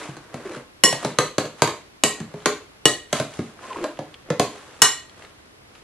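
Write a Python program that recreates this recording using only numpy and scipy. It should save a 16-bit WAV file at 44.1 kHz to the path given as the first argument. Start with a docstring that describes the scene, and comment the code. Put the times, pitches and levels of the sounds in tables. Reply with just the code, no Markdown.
"""First comes a soft, wet smear: a metal spoon pushing through thick batter in a glass bowl.
Then the spoon starts beating. Batter cushions most blows, which knock the bowl on the kitchen worktop;
four meet bare glass and ring, damped by the hand that steadies the bowl. In between, the batter
crackles, squelches and snaps. The microphone is close, and the small, hard room adds short echoes."""
import sys
import numpy as np
from scipy import signal
from scipy.fft import rfft, irfft, next_fast_len
from scipy.io import wavfile

SR = 44100
rng = np.random.default_rng(int(sys.argv[2]) if len(sys.argv) > 2 else 0)


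def put_to_file(sound):
    """Save the sound as 16-bit audio at rate SR, in the file named by the first command-line argument."""
    columns = np.atleast_2d(sound).T  # one column per channel
    safe = np.clip(columns, -1, 1)
    whole_steps = np.round(safe * 32767)
    wavfile.write(sys.argv[1], SR, whole_steps.astype(np.int16))


N = 257103
TIME = np.arange(N) / SR
AFTER = TIME[:SR // 2]   # seconds since a short sound began


def from_db(db):
    return 10 ** (np.asarray(db) / 20)


def rms(x):
    return np.sqrt(np.mean(x ** 2) + 1e-20)


def dying(t60):
    """A fade that drops 60 dB in t60 seconds, the 'fade time'."""
    return from_db(-60 * AFTER / t60)


def at_hz(points, hz):
    """Reads between the rows of a table, along a musical pitch scale."""
    table_hz, values = np.transpose(points)
    return np.interp(np.log(np.maximum(hz, 1)), np.log(table_hz), values)


def band(x, edges, order=3):
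    return signal.sosfilt(signal.butter(order, edges, "band", fs=SR, output="sos"), x)


def slow_noise(hz, shape):
    return signal.sosfilt(signal.butter(2, hz, fs=SR, output="sos"), rng.standard_normal(shape))


def octaves(bands, home_index):
    """How many octaves each band lies above the home band."""
    centres = np.log2(bands).mean(axis=1)
    return centres - centres[home_index]


def add(out, s, sound):
    """Mixes a sound in at s seconds."""
    start = max(round(s * SR), 0)
    out[:, start:start + sound.shape[-1]] += sound[..., :N - start]


# how alike the bowl sounds left and right: (pitch [Hz], likeness [1 = same, -1 = opposite])
LIKENESS = [(100, 1), (350, 1), (600, 0.96), (1000, 0.95), (2300, 0.85), (3200, 0.78), (4400, 0.52),
            (7500, -0.5), (10000, -0.16)]
def stereo(pair, spectrum, likeness=LIKENESS):
    """Shapes two unrelated noises into a left and a right side of average size 1."""
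    size = next_fast_len(pair.shape[-1])
    hz = np.arange(size // 2 + 1) * SR / size
    mid, side = rfft(pair, size) * from_db(at_hz(spectrum, hz))
    alike = np.clip(at_hz(likeness, hz), -1, 1)
    sides = np.sqrt(1 + alike) * mid + np.sqrt(1 - alike) * side * [[1], [-1]]
    out = irfft(sides, size)[:, :pair.shape[-1]]
    return out / rms(out)


def push(s, swell_s, ease_s, range_db=19.5):
    """One push of the spoon gains range_db over swell_s, peaks at s and loses it again over ease_s."""
    distance = np.maximum((s - TIME) / swell_s, (TIME - s) / ease_s)
    return from_db(-range_db * np.minimum(distance, 10))


# the batter's low churn, middle smear and high crackle: (low edge [Hz], high edge [Hz])
STIR_BANDS = [(150, 700), (700, 3000), (3000, 12000)]
# their balance in a plain stroke: (churn [dB], smear [dB], crackle [dB])
STIR_BALANCE = [-0.6, 1.1, -6.5]
# spoon strokes: (peak time [s], swell [s], easing [s], relative level [dB], brightness [dB per octave])
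STROKES = [(0.004, 0.13, 0.2, -35, 0.5), (0.555, .33, 0.078, -38.5, -0.5), (1.038, 0.057, .13, -32.5, 0.5),
           (1.6, 0.085, 0.16, -45.5, 1), (2.18, .1, 0.27, -48, -1), (2.42, .2, 0.25, -49, 1),
           (3.17, 0.051, 0.075, -30.5, 2.5), (3.34, .06, 0.22, -42, 2.5), (3.635, 0.066, 0.6, -43, 0.5),
           (3.835, 0.31, 0.092, -38.5, -1.5), (4.29, 0.041, .05, -48.5, -4), (4.56, 0.26, 0.33, -45.5, 1.5),
           (4.69, 0.24, 0.62, -49.5, 0.5), (5.229, 0.16, 0.19, -49, 1), (5.76, 0.087, 0.094, -54.5, 2)]
def stirring(idle_db=-61.5, drag_db=-29.5, drag_swell_s=0.025, drag_ease_s=0.25):
    """Loudness of each batter band: the spoon never quite rests, drags after knocks and makes strokes."""
    power = from_db(idle_db) ** 2
    for s, db, *_ in KNOCKS:   # listed above knocks()
        power += (from_db(db + drag_db) * push(s + drag_swell_s, drag_swell_s, drag_ease_s)) ** 2
    above = octaves(STIR_BANDS, home_index=1)[:, None]
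    for s, swell_s, ease_s, db, bright_db in STROKES:
        power = power + (from_db(db + bright_db * above) * push(s, swell_s, ease_s)) ** 2
    return from_db(STIR_BALANCE)[:, None] * np.sqrt(power)


def sticking(lump_db=1.5, lump_hz=70):
    """The batter clings and gives way in lumps, so its loudness is uneven."""
    lumps = slow_noise(lump_hz, N + SR)[SR:]
    gain = from_db(lump_db * np.clip(lumps / rms(lumps), -2, 2))
    return gain / rms(gain)


def bubbles(per_s=1300, size_db=2.5, cycles=11, rise=.15, pitches=24):
    """Bursting air bubbles ring for a moment, their pitch rising as they open."""
    sizes = from_db(size_db * np.minimum(rng.exponential(1, N), 3)) * rng.choice([-1, 1], N)
    bursts = sizes * (rng.random(N) < per_s / SR)
    which_pitch = rng.integers(0, pitches, N)
    out = np.zeros(N)
    for k, hz in enumerate(np.geomspace(350, 3200, pitches)):
        age = np.arange(int(cycles / hz * SR)) * hz / (cycles * SR)   # 0 to 1 over the bubble's life
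        chirp = from_db(-60 * age) * np.sin(2 * np.pi * cycles * age * (1 + rise * age))
        out += signal.oaconvolve(bursts * (which_pitch == k), chirp * np.sqrt(hz))[:N]
    return out / rms(out)


# tone of wet batter: (pitch [Hz], relative level [dB])
BATTER_TONE = [(130, -9), (300, 1), (550, -0.5), (820, 0.5), (1100, 4.5), (1700, 2), (3000, -6.5),
               (5000, -12), (7000, -10.5), (11000, -19), (13000, -37.5)]
def batter(smear=0.35, tears_per_s=2000, size_db=2.7, bubble_db=-6, gain_db=-0.5):
    """Films of batter tear in uneven grains and bubbles burst over the smooth smear of the spoon."""
    sizes = from_db(size_db * np.minimum(rng.exponential(1, N), 3.5))
    grains = rng.standard_normal((2, N)) * (smear + sizes * (rng.random(N) < tears_per_s / SR))
    pops = from_db(bubble_db) * bubbles() * np.array([[1], [0]])   # midway between left and right
    texture = stereo(grains / rms(grains) + pops, BATTER_TONE)
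    parts = [band(texture, edges) for edges in STIR_BANDS]
    stirred = sum(gain * part / rms(part) for gain, part in zip(stirring(), parts))
    return from_db(gain_db) * sticking() * stirred


# tone of the kitchen air: (pitch [Hz], relative level [dB])
AIR_TONE = [(15, -38), (25, -13), (87, -5.5), (195, -11), (317, -8.5), (344, -9.5), (575, -13), (1480, -16),
            (1940, -16), (5430, -24.5), (7310, -31.5), (12200, -31), (16000, -58)]
# how alike the air sounds left and right: (pitch [Hz], likeness [-1 to 1])
AIR_LIKENESS = [(50, 0.96), (110, 1), (250, .1), (1000, -0.72), (10000, -0.37)]
def kitchen_air(level_db=-50.5):
    """The air makes a faint, steady hush all around."""
    return from_db(level_db) * stereo(rng.standard_normal((2, N)), AIR_TONE, AIR_LIKENESS)


# short tones of the full bowl, spoon and worktop: (pitch [Hz], relative level [dB], fade time [s])
BODY_TONES = [(154.2, -1.5, 0.087), (229.5, -9, 0.12), (296.6, -8.5, .1), (354.7, -6, 0.065),
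              (419, -10, 0.22), (502.4, -3, 0.047), (597.6, -3, 0.047), (731, -13.5, 0.11),
              (1050, 1.5, 0.032), (1179, -4, 0.06), (1426, -5, 0.034), (1587, -3.5, 0.048),
              (2096, -8.5, 0.013), (3285, -9.5, 0.048), (3876, -2.5, 0.024), (4340, -10.5, 0.045),
              (6370, -4.5, 0.04), (7470, -4.5, 0.041), (8070, -11.5, 0.035), (9800, -6.5, 0.035),
              (10430, -14.5, 0.021)]
def body_tones(scatter_db=2):
    """Bowl, spoon and worktop shake; shifting batter retunes them each time, the high tones most."""
    hz, db, t60 = np.transpose(BODY_TONES)
    give = np.interp(hz, [600, 1200], [.01, .06])
    detuned_hz = hz * (1 + give * rng.standard_normal(len(hz)))
    tones = dying(t60[:, None]) * np.sin(2 * np.pi * np.outer(detuned_hz, AFTER))
    strengths = from_db(db + rng.normal(0, scatter_db, len(hz))) * rng.choice([-1, 1], len(hz))
    return strengths @ tones


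# a blow's bands, from thump up to treble: (low edge [Hz], high edge [Hz])
BLOW_BANDS = [(115, 300), (300, 800), (800, 2000), (2000, 5000), (5000, 13000)]
def blow_levels(db, slope_db, thump_db, favoured_hz, lift_db):
    """Level of each band: harder contact gives more treble, and the band that resonates is lifted."""
    upper = BLOW_BANDS[1:]
    favoured = np.array([low <= favoured_hz < high for low, high in upper])
    return [thump_db, *(db + slope_db * octaves(upper, home_index=0) + lift_db * favoured)]


# many brief tones that blur into noise: (pitch [Hz], relative level [dB])
CLATTER_TONE = [(100, 13), (400, -2), (700, 7), (860, -3), (1100, 0), (2800, -1.5), (4600, -4),
                (5400, -8.5), (6600, 0.5), (8100, -6), (8900, -14), (10800, -11.5), (12300, -15),
                (16000, -29)]
def blow(levels_db, crack_t60, hollow=0, crack_db=7, clatter_db=-5, clatter_t60=0.093, attack_s=0.019):
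    """The spoon hits the bowl: a hard crack, a short clatter and quickly fading tones."""
    tones = body_tones()
    noise = stereo(rng.standard_normal((2, len(AFTER))), CLATTER_TONE)
    fade = from_db(crack_db) * dying(crack_t60) + from_db(clatter_db) * dying(clatter_t60)
    hit = tones + hollow + noise * fade
    parts = [band(hit, edges) for edges in BLOW_BANDS]
    return sum(from_db(db) * part / rms(part[:, AFTER < attack_s]) for db, part in zip(levels_db, parts))


def fading_tone(hz, db, t60):
    return from_db(db) * dying(t60) * np.sin(2 * np.pi * hz * AFTER)


# blows softened by batter:
# (time [s], strength [dB], treble loss [dB per octave], worktop thump [dB], pitch of the hollow [Hz])
KNOCKS = [(0.088, -57, 4.7, -35, 328), (0.167, -43.5, 3, -45, 1530), (0.342, -35.5, 3.5, -34, 562),
          (0.565, -40, 5.3, -38.5, 495), (0.9264, -28.5, 1.5, -34, 655), (1.048, -26.5, 2.5, -27.5, 597),
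          (1.1864, -18, 1.5, -25, 1203), (1.382, -21.5, 2, -26, 522), (1.455, -36.5, 3, -40, 530),
          (1.62, -16, 1.76, -22.5, 968), (1.675, -26, 3, -37.5, 1060), (2.202, -41, 1.8, -29, 223),
          (2.339, -38.5, 6, -35.5, 662), (2.4577, -19, 1.58, -29.5, 1050), (3.128, -24, 1.05, -29, 590),
          (3.1987, -25.5, 3, -27, 647), (3.3905, -30.5, 6.5, -24.5, 393), (3.8406, -27.5, 4, -68.5, 1200),
          (3.99, -31, 5.5, -35, 532), (4.3025, -23, 4.5, -23.5, 510), (4.3965, -19, 2.1, -22.5, 703)]
def knocks(gain_db=0.5):
    """A cushioned blow knocks the bowl on the worktop; the hollow under the spoon adds two tones."""
    out = np.zeros((2, N))
    for s, strength_db, cushion_db, thump_db, hz in KNOCKS:
        hollow = fading_tone(hz, db=4, t60=0.043) + fading_tone(hz * .42, db=1, t60=0.04)
        levels_db = blow_levels(strength_db, -cushion_db, thump_db, hz, lift_db=3)
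        add(out, s, from_db(gain_db) * blow(levels_db, crack_t60=0.019, hollow=hollow))
    return out


# air pockets behind the spoon: (time [s], length [s], start pitch [Hz], end pitch [Hz], level [dB])
SQUELCHES = [(0.452, 0.028, 423, 340, -28), (0.498, 0.016, 358, 330, -30.5), (.563, 0.014, 480, 600, -43),
             (3.625, 0.042, 967, 1116, -37), (3.703, .028, 1085, 950, -28), (3.757, 0.009, 1002, 1010, -25),
             (3.761, 0.047, 337, 322, -33), (3.809, 0.039, 318, 376, -25), (3.835, 0.033, 573, 634, -22)]
def squelches(roughness=0.27, flutter_hz=160):
    """An air pocket rings unevenly as it opens, its pitch sliding with its size."""
    out = np.zeros((2, N))
    for s, length, start_hz, end_hz, db in SQUELCHES:
        progress = np.clip(AFTER / length, 0, 1)
        phase = 2 * np.pi * np.cumsum(start_hz + (end_hz - start_hz) * progress) / SR
        flutter = slow_noise(flutter_hz, (2, len(AFTER)))
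        tremble, wobble = roughness * flutter / rms(flutter)
        swell = np.sqrt(np.abs(np.sin(np.pi * progress)))
        add(out, s, from_db(db) * swell * (1 + tremble) * np.sin(phase + wobble))
    return out


# blows on bare glass: (time [s], strength [dB], treble gain [dB per octave], thump [dB], pitch of the
# struck spot [Hz], share of the full ring time [0 to 1], then ring level [dB] at each of RING_ZONES_HZ)
CLINKS = [(0.8367, -22, 2.2, -21, 425, 0.89, -27, -23, -19.5, -26.5, -20.5),
          (2.0366, -22.5, 2.1, -23, 425, 0.88, -32, -31, -28, -40, -39),
          (2.8548, -21, 1.7, -22.5, 425, 0.79, -30.5, -26.5, -18, -31, -30.5),
          (4.8189, -23, 3.9, -28.5, 1050, 0.91, -30, -21.5, -19, -20.5, -20.5)]
def clinks(gain_db=-3):
    """With no batter in the way, the spoon hits with a shorter, brighter crack."""
    out = np.zeros((2, N))
    for s, strength_db, hardness_db, thump_db, spot_hz, *_ in CLINKS:
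        levels_db = blow_levels(strength_db, hardness_db, thump_db, spot_hz, lift_db=7)
        add(out, s, from_db(gain_db) * blow(levels_db, crack_t60=0.009))
    return out


def wavering(rate_hz):
    """A random wobble, as complex numbers so that it bends both loudness and pitch."""
    slow = slow_noise(rate_hz, (2, 2 * len(AFTER)))[:, len(AFTER):]
    return (slow[0] + 1j * slow[1]) / rms(slow) / np.sqrt(2)


# where each clink sets the strength of its ring: (pitch [Hz])
RING_ZONES_HZ = [1049, 1893, 2932, 4131, 5471]
# tones of the glass wall: (pitch [Hz], relative level [dB], fade time [s], first swing over ring [dB])
GLASS_TONES = [(425, 0, .26, 6), (1049, -1, .33, 3), (1893, -1, .46, 4), (2932, 0, .3, 12),
               (4131, -8, .42, 0), (5471, 0, .27, 7), (6191, -11, .18, 6), (6907, -7, .22, 3),
               (6995, -6, .33, 3), (7400, -10, .3, 3), (7885, -7, .3, 3), (8608, -7, .24, 6),
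               (9765, -11, .27, 6), (11140, -13, .2, 6)]
def glass_ring(gain_db=-1, waver_hz=36, grip_t60=0.032, attack_s=0.11):
    """The glass rings, wavering as spoon and batter shift; fingers soon soak up the first loud swing."""
    out = np.zeros((2, N))
    for s, _, _, _, _, ring_share, *zone_db in CLINKS:
        for hz, db, t60, swing_db in GLASS_TONES:
            side_phase = np.arccos(np.clip(at_hz(LIKENESS, hz), -1, 1)) * np.array([[.5], [-.5]])
            lasting = (1 + wavering(waver_hz)) * dying(t60 * ring_share)
            first_swing = from_db(swing_db) * dying(grip_t60)
            ring = np.imag((lasting + first_swing) * np.exp(1j * (2 * np.pi * hz * AFTER + side_phase)))
            level_db = gain_db + db + np.interp(hz, RING_ZONES_HZ, zone_db)
            add(out, s, from_db(level_db) * rng.choice([-1, 1]) * ring / rms(ring[:, AFTER < attack_s]))
    return out


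# small sticky snaps: (time [s], rough pitch [Hz], relative level [dB])
SNAPS = [(1.591, 3000, -48.5), (2.403, 3960, -45), (3.1039, 3480, -47), (3.591, 1700, -39),
         (3.73, 2700, -35), (3.9724, 2840, -40.5), (4.142, 3130, -34), (5.0956, 4190, -44.5),
         (5.222, 2600, -37.5), (5.249, 2930, -37), (5.7524, 3410, -44)]
def snaps(t60=0.022, gain_db=6):
    """A strand of batter lets go of the glass with a tiny tick."""
    out = np.zeros((2, N))
    for s, hz, db in SNAPS:
        tick = band(rng.standard_normal(len(AFTER)) * dying(t60), [hz / 1.63, hz * 1.12], order=2)
        add(out, s, from_db(db + gain_db) * tick / np.abs(tick).max())
    return out


# how long the kitchen echoes: (pitch [Hz], fade time [s])
ECHO_FADES = [(120, 0.24), (400, 0.32), (1200, 0.267), (4000, 0.3962), (8000, 0.2662), (13000, 0.29)]
# how loudly it echoes: (pitch [Hz], level against the sound sent in [dB])
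ECHO_LEVELS = [(120, -5), (400, -3.5), (1200, -2), (4000, -1.5), (10000, -3)]
def echo_pattern(first_echo_s=.002, build_s=0.0048):
    """Tiles and worktop answer almost at once; the echoes blur into a tail that fades band by band."""
    echoes = stereo(rng.standard_normal((2, len(AFTER))), spectrum=[(1, 0), (SR, 0)])   # even in tone
    onset = 1 - np.exp(-np.maximum(AFTER - first_echo_s, 0) / build_s)
    edges = np.geomspace(60, 17000, num=9)
    pattern = 0
    for low, high in zip(edges, edges[1:]):
        hz = np.sqrt(low * high)
        tail = band(echoes, [low, high]) * onset * dying(at_hz(ECHO_FADES, hz))
        band_share = np.sqrt(2 * (high - low) / SR / len(AFTER))
        pattern += from_db(at_hz(ECHO_LEVELS, hz)) * band_share * tail / rms(tail)
    return pattern


def kitchen_echoes(sound, changes=12):
    """The spoon travels round the bowl, so one pattern of echoes keeps fading into the next."""
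    out = np.zeros((2, N))
    step = TIME[-1] / changes
    for centre in np.arange(changes + 1) * step:
        near = np.abs(TIME - centre) < step
        share = np.cos(np.pi / 2 * (TIME[near] - centre) / step)
        add(out, TIME[near][0], signal.fftconvolve(sound[:, near] * share, echo_pattern(), axes=-1))
    return out


def scene():
    """Bowl and batter close by, the kitchen around them."""
    blows = knocks() + clinks()
    ring = glass_ring()
    mixture = batter() + squelches()
    ticks = snaps()
    into_room = blows + from_db(-11) * ring + from_db(-3) * mixture + from_db(-8) * ticks
    return blows + ring + mixture + ticks + kitchen_echoes(into_room) + kitchen_air()


# how well the microphone hears each pitch: (pitch [Hz], gain [dB])
MICROPHONE = [(30, -1), (75, -1), (125, 0.5), (1000, -1), (10500, 1.5), (11700, 2), (12600, -10.5),
              (14000, -14), (16000, -17)]
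def record(dry, cutoff_hz=17000):
    """The microphone dulls the highest treble, peaks that overload it are clipped, and the top is cut."""
    size = next_fast_len(N + SR // 10)
    hz = np.arange(size // 2 + 1) * SR / size
    heard = irfft(rfft(dry, size) * from_db(at_hz(MICROPHONE, hz)), size)[:, :N]
    top_cut = signal.cheby2(14, 70, cutoff_hz, fs=SR, output="sos")
    return signal.sosfilt(top_cut, np.clip(heard, -1, 1))


dry = scene()
out = record(dry)
put_to_file(out)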